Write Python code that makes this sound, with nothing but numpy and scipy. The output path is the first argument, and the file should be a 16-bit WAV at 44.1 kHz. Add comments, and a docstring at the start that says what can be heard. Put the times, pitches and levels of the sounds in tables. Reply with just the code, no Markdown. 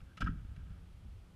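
"""A hard plastic ski boot, held at the toe, drops its heel onto the binding of a ski clamped on a workbench.
Throughout, a quiet workshop: low rumble and microphone hiss, made as coloured noise; steadied low noise shudders.
First a light tick, then the chattering knock: humped pushes and random clicks ring the shell, noise cracks on top.
From the knock on, soft pushes thud in the low modes of ski and bench; a faint bounce touches near 0.56 s.
Loose buckles rattle faintly before the knock and more strongly after it: random clicks drive the shell modes."""
import sys
import numpy as np
from scipy import signal
from scipy.fft import rfft, irfft, next_fast_len
from scipy.io import wavfile
from scipy.ndimage import uniform_filter1d

SR = 44100
rng = np.random.default_rng(int(sys.argv[2]) if len(sys.argv) > 2 else 0)


def unload_audio(sound):
    """Save the sound as a 16-bit wav file, at the path given as the first command line argument."""
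    columns = np.transpose(np.atleast_2d(sound))
    # keep every value between -1 and 1, then stretch to whole-number steps
    steps = np.round(np.clip(columns, -1, 1) * 32767)
    wavfile.write(sys.argv[1], SR, steps.astype(np.int16))


N = 59535

# modes of boot shell and binding: f/Hz, relative level/dB, t60/s
SHELL = [(538, -23, 0.015), (725.5, -23.5, 0.019), (980, -19.5, 0.021), (1279, -1, 0.023),
         (1330, -1.5, 0.029), (1415, -5, 0.028), (1585, 4.5, 0.013), (1885, -15.5, 0.028),
         (2330, -15.5, 0.031), (2667, -14.5, 0.019), (2766, -20.5, 0.027), (2986, -15.5, 0.025),
         (3323, -16, 0.021), (3580, -35, 0.059), (4160, -20, 0.02), (5090, -17, 0.017)]
METAL_FROM_HZ, TREBLE_HZ, LEAN_HZ = 4000, 2100, 1480  # band edges among the shell modes


def amp(db):
    """Amplitude ratio of a level in dB."""
    return 10 ** (np.asarray(db) / 20)


def rms_one(x):
    """Scale to rms 1."""
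    return x / np.sqrt(np.mean(x ** 2) + 1e-20)


def ring(clicks, hz, t60_s):
    """Two-pole resonator: a unit click starts a decaying sine of initial height 1."""
    r = amp(-60 / (t60_s * SR))
    w = 2 * np.pi * hz / SR
    return signal.lfilter([0, np.sin(w)], [1, -2 * r * np.cos(w), r * r], clicks + 1e-18)


def coloured(spectrum):
    """Gaussian noise of rms 1, shaped by a (f/Hz, relative density/dB) table, -80 dB outside it."""
    hz, db = np.transpose(spectrum)
    grid_hz = np.maximum(np.arange(N // 2 + 1) * SR / N, 1)
    shape_db = np.interp(np.log(grid_hz), np.log(hz), db, left=-80, right=-80)
    return rms_one(irfft(rfft(rng.standard_normal(N)) * amp(shape_db), N))


def steadied(noise):
    """Divide out most of the chance swells of a noise; rms 1."""
    swell_s, swell_left = .03, .3  # smoothing time, share of the swells kept
    power = uniform_filter1d(noise ** 2, int(swell_s * SR))
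    power = uniform_filter1d(power, int(swell_s * SR / 2))
    return rms_one(noise / (power + .01) ** ((1 - swell_left) / 2))


def sine_hump(t, start_s, length_s):
    """Half-sine force of one contact, zero outside it."""
    return np.sin(np.pi * np.clip((t - start_s) / length_s, 0, 1))


def workshop_floor():
    """Steady low rumble and microphone hiss as one coloured noise."""
    # f/Hz, relative density/dB
    spectrum = [(160, 1), (280, -1.5), (385, -2), (463, -4.5), (616, -7), (669, -7.5), (740, -7.5),
                (1070, -11), (1290, -7.5), (1600, -13.5), (3240, -14), (3640, -17.5), (6760, -25),
                (9950, -25), (15400, -35)]
    level_db = -68.5
    return amp(level_db) * coloured(spectrum)


def room(x):
    """Reverberation by eight parallel feedback delays, duller on every round."""
    t60_s, wall_cut_hz = 0.2, 7500
    size = next_fast_len(N + SR)
    z = np.exp(-2j * np.pi * np.arange(size // 2 + 1) / size)  # delay of one sample
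    dull = np.exp(-2 * np.pi * wall_cut_hz / SR)
    lags = (rng.uniform(.012, .04, 8) * SR).astype(int)
    gain = 0
    for k, lag in enumerate(lags):
        loop = amp(-60 * lag / SR / t60_s) * z ** lag * (1 - dull) / (1 - dull * z)
        gain = gain + (-1) ** k * loop / (1 - loop)
    return irfft(rfft(x, size) * gain, size)[:N]


def shudder():
    """Uneven low rumble of the ski rocking in its clamps: two noise bands under level curves."""
    # level curves, interpolated across both stretches: t/s, deep level/dB, upper level/dB
    curves = [
        [(0, -65.5, -72), (.022, -45, -54), (.052, -57, -59), (.074, -52, -63.5), (.102, -64.5, -60.5),
         (.14, -56, -72), (.176, -63, -55), (.19, -59, -64.5)],
        [(.21, -63, -46), (.228, -38.5, -40), (.255, -51, -37.5), (.298, -46, -40.5), (.358, -46, -48),
         (.41, -50, -55), (.466, -46, -56), (.548, -48, -67), (.58, -53.5, -50.5), (.61, -48, -57.5),
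         (.638, -49, -65), (.67, -56.5, -54.5), (.7, -50, -54), (.76, -52, -59), (.85, -55, -60.5),
         (.936, -53.5, -66), (1.034, -56.5, -59), (1.064, -51.5, -57), (1.162, -50, -68), (1.26, -56.5, -69),
         (1.3, -62, -60.5), (1.35, -56.5, -63.5)],
    ]
    # deep band: f/Hz, relative density/dB
    deep_spectrum = [(12, -36), (20, -9), (75, 0.5), (96, -2), (130, -19), (170, -31.5), (290, -120)]
    # upper band: f/Hz, relative density/dB
    upper_spectrum = [(59, -31.5), (100, -4.5), (130, -9), (177, -6.5), (215, -17.5), (268, -22),
                      (330, -29.5), (430, -41.5), (730, -120)]
    curve_s, deep_db, upper_db = np.transpose(np.vstack(curves))
    t = np.arange(N) / SR
    deep = amp(np.interp(t, curve_s, deep_db)) * steadied(coloured(deep_spectrum))
    upper = amp(np.interp(t, curve_s, upper_db)) * steadied(coloured(upper_spectrum))
    return deep + upper


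def thuds():
    """Weight lands on the ski, which knocks on in its clamps: soft pushes ring ski and bench modes."""
    # pushes: t/s, push level/dB, extra push on the upper modes/dB, length/s
    pushes = [(0.206, -55.5, 14.5, 0.0034), (0.2247, -44, 10, 0.0027), (0.228, -30.5, -3.5, .004),
              (0.248, -43, 6.5, 0.00467), (0.267, -46, 4, 0.0036), (.290, -30.5, -2.5, 0.0024),
              (0.365, -39, 5, 0.008), (0.447, -37.5, -9.5, 0.0036), (0.514, -43.5, -4.5, 0.004),
              (0.576, -47, 3, 0.0049), (0.625, -40, -3, 0.0065), (0.703, -44.5, 6.5, 0.0061),
              (0.809, -43, -9, 0.0052), (0.922, -46, -4, 0.0095), (1.051, -54.5, 10.5, 0.0059),
              (1.08, -56.5, 10, 0.0062)]
    # modes of ski and bench: f/Hz, relative level/dB, t60/s
    modes = [(45.6, -10, 0.053), (58.4, 2, 0.19), (90.3, -5, 0.12), (104, -6.5, 0.082), (169.5, -2, 0.15),
             (217, -2.5, 0.054), (262, -5, 0.12)]
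    upper_from_hz, band_hz = 90, [19, 310]
    t = np.arange(N) / SR
    push = np.zeros((2, N))  # rows: low modes, upper modes
    for start_s, db, upper_db, length_s in pushes:
        hump = sine_hump(t, start_s, length_s) ** 2
        push += amp([[db], [db + upper_db]]) * hump / hump.sum()
    rings = sum(amp(db) * ring(push[int(hz > upper_from_hz)], hz, t60_s) for hz, db, t60_s in modes)
    return signal.sosfilt(signal.butter(2, band_hz, "band", fs=SR, output="sos"), rings)


def buckle_rattle(sizes, draw, signs, hz):
    """Loose buckles, faint before the knock and stronger after it: random clicks drive the shell modes."""
    # level curve, interpolated across the gap between its two stretches,
    # silent before the first and after the last point: t/s, level before trim_db/dB
    curve = [
        [(.03, -99), (.06, -74), (.12, -75), (.165, -91)],
        [(.3, -60.5), (.34, -70.5), (.39, -67), (.43, -80), (.48, -76.5), (.51, -73), (.55, -79), (.6, -68),
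         (.65, -80.5), (.71, -71.5), (.77, -74), (.86, -95), (.9, -95)],
    ]
    trim_db, clicks_per_s = -16, 4000
    treble_db, lean_db, metal_db = 4, 3.5, -15  # metal_db adds to treble_db
    curve_s, curve_db = np.transpose(np.vstack(curve))
    level_db = trim_db + np.interp(np.arange(N) / SR, curve_s, curve_db, left=-120, right=-120)
    clicks = amp(level_db) * sizes * (draw < clicks_per_s / SR)
    colour_db = np.where(hz > TREBLE_HZ, treble_db, np.where(hz > LEAN_HZ, lean_db, 0))
    colour_db = colour_db + metal_db * (hz > METAL_FROM_HZ)
    return signs * clicks * amp(colour_db)


def touch_colour_db(hz, treble_db, crack_db, lean_db, middle_db):
    """Drive of each shell mode in one touch; the highest rings follow crack and treble alike."""
    body_from_hz, middle_from_hz = 1130, 1300
    treble = np.where(hz > METAL_FROM_HZ, (crack_db + treble_db) / 2, treble_db)
    beside_main = (hz > LEAN_HZ) | (hz < body_from_hz)
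    lower = np.where(beside_main, lean_db, middle_db * (hz > middle_from_hz))
    return np.where(hz > TREBLE_HZ, treble, lower)


def dry_crack(puff):
    """Crack of each touch: coloured noise under a rapidly dying envelope."""
    # f/Hz, relative density/dB
    spectrum = [(300, -18), (520, -5), (1060, -25.5), (1800, -9), (2060, -10), (3010, -9.5), (4450, -19.5),
                (5170, -19), (15000, -45)]
    trim_db, t60_s = -6.5, 0.026
    dying = signal.lfilter([1], [1, -amp(-60 / (t60_s * SR))], puff)
    return amp(trim_db) * dying * coloured(spectrum)


def shell_rings(drive):
    """A yielding contact feeds each mode only near its own pitch; the mode then rings."""
    contact_t60_s = .008
    unity = 2 * (1 - amp(-60 / (contact_t60_s * SR)))  # contact gain near 1 at the mode's pitch
    rings = 0
    for row, (hz, db, t60_s) in zip(drive, SHELL):
        contact = unity * ring(row, hz, contact_t60_s)
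        rings = rings + amp(db) * ring(contact, hz, t60_s)
    return rings


def knocks():
    """Heel and buckles touch: each touch pushes and chatters the shell modes, with a dry crack on top."""
    # t/s, level/dB, treble/dB, crack/dB, lean to the rings around the main ones/dB, middle rings/dB, length/s
    touches = [(.002, -55.5, 9, -9.5, -21, -3, 0.0035), (0.014, -57.5, -11, -6, 3.5, -1, 0.0029),
               (0.113, -74, -8, -10, 15, -6, 0.01), (0.17, -49, -4, 3, -9, -5, 0.0033),
               (0.173, -44, 1, -1.5, -15, -6, 0.0044), (0.177, -44, -1, -10, -11, -13, 0.0056),
               (0.182, -53, 1, -7, -3, -17, 0.0064), (0.204, -53, 2, 13, -20, -11, 0.0031),
               (.206, -40.5, -3, 3, -10, 5.5, 0.0052), (0.2103, -40, 9, 0.5, -5, -8, 0.008),
               (0.215, -36.5, -0.5, -6, 4.5, 2, 0.0072), (0.2187, -37.5, -16, -8, 5, 9, 0.0062),
               (0.224, -45.5, 13, -25, 6, -1, 0.004), (.238, -49.5, 7, 6, 10.5, -3, 0.0096),
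               (0.248, -60, -5, 5.5, 12, -13, .008), (0.261, -38.5, -21, -10.5, 2, -23, 0.0039),
               (0.267, -34, -4, -17, -4, -3, .004), (0.268, -33.5, -18, -36, -2, 3, 0.0073),
               (.273, -34, -6, -29, -14.5, 1, 0.0028), (0.281, -45, -16, -8, 7, -6, 0.0044),
               (0.291, -58, -7, -15, 3, 2, 0.011), (0.301, -66, -5, 6, 0, -11, .004),
               (0.303, -74, -3, -14, -7, -16, .005), (.562, -66, 16, 12.5, 3, -5, 0.002),
               (.567, -63, 4, -9, -1, -2, 0.0017)]
    chatter_per_s, chatter_spread_db = 8300, 3
    rough, evenness = .35, 0.05  # chatter share of a touch; floor of the evening-out between modes
    t = np.arange(N) / SR
    hz = np.array(SHELL)[:, :1]
    sizes = amp(chatter_spread_db * rng.exponential(1, N))
    draw = rng.random(N)
    clicks = sizes * (draw < chatter_per_s / SR)
    signs = rng.choice([-1, 1], (len(SHELL), N))
    phase = 2 * np.pi * rng.random((len(SHELL), 1))
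    drive = buckle_rattle(sizes, draw, signs, hz)
    puff = np.zeros(N)
    for start_s, db, treble_db, crack_db, lean_db, middle_db, length_s in touches:
        span = slice(int(start_s * SR), int((start_s + length_s) * SR) + 2)
        hump = sine_hump(t[span], start_s, length_s)
        unit_hump = hump / np.sum(hump)
        burst = signs[:, span] * clicks[span] * hump
        # power of the burst at each mode's pitch, to even out the modes
        felt = np.abs(np.sum(burst * np.exp(2j * np.pi * hz * t[span]), axis=1, keepdims=True)) ** 2
        chatter = burst / np.sqrt(felt + evenness * np.sum(burst[0] ** 2) + 1e-9)
        # push in step with each mode's swing
        in_step = 2 * unit_hump * np.cos(2 * np.pi * hz * t[span] + phase)
        level = amp(db + touch_colour_db(hz, treble_db, crack_db, lean_db, middle_db))
        drive[:, span] += level * (rough * chatter + (1 - rough) * in_step)
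        puff[span] += amp(db + crack_db) * unit_hump
    return shell_rings(drive) + dry_crack(puff)


def scene():
    """Sum of all layers; only the knocks, rattle included, feed the room."""
    room_db = -20
    knock = knocks()
    ski = thuds() + shudder()
    return (workshop_floor() + ski + amp(room_db) * room(knock) + knock)[None]


def record(dry):
    """Steep elliptic low-pass cuts the top."""
    cutoff_hz = 15300
    return signal.sosfilt(signal.ellip(12, .5, 70, cutoff_hz, fs=SR, output="sos"), dry)


dry = scene()
out = record(dry)
unload_audio(out)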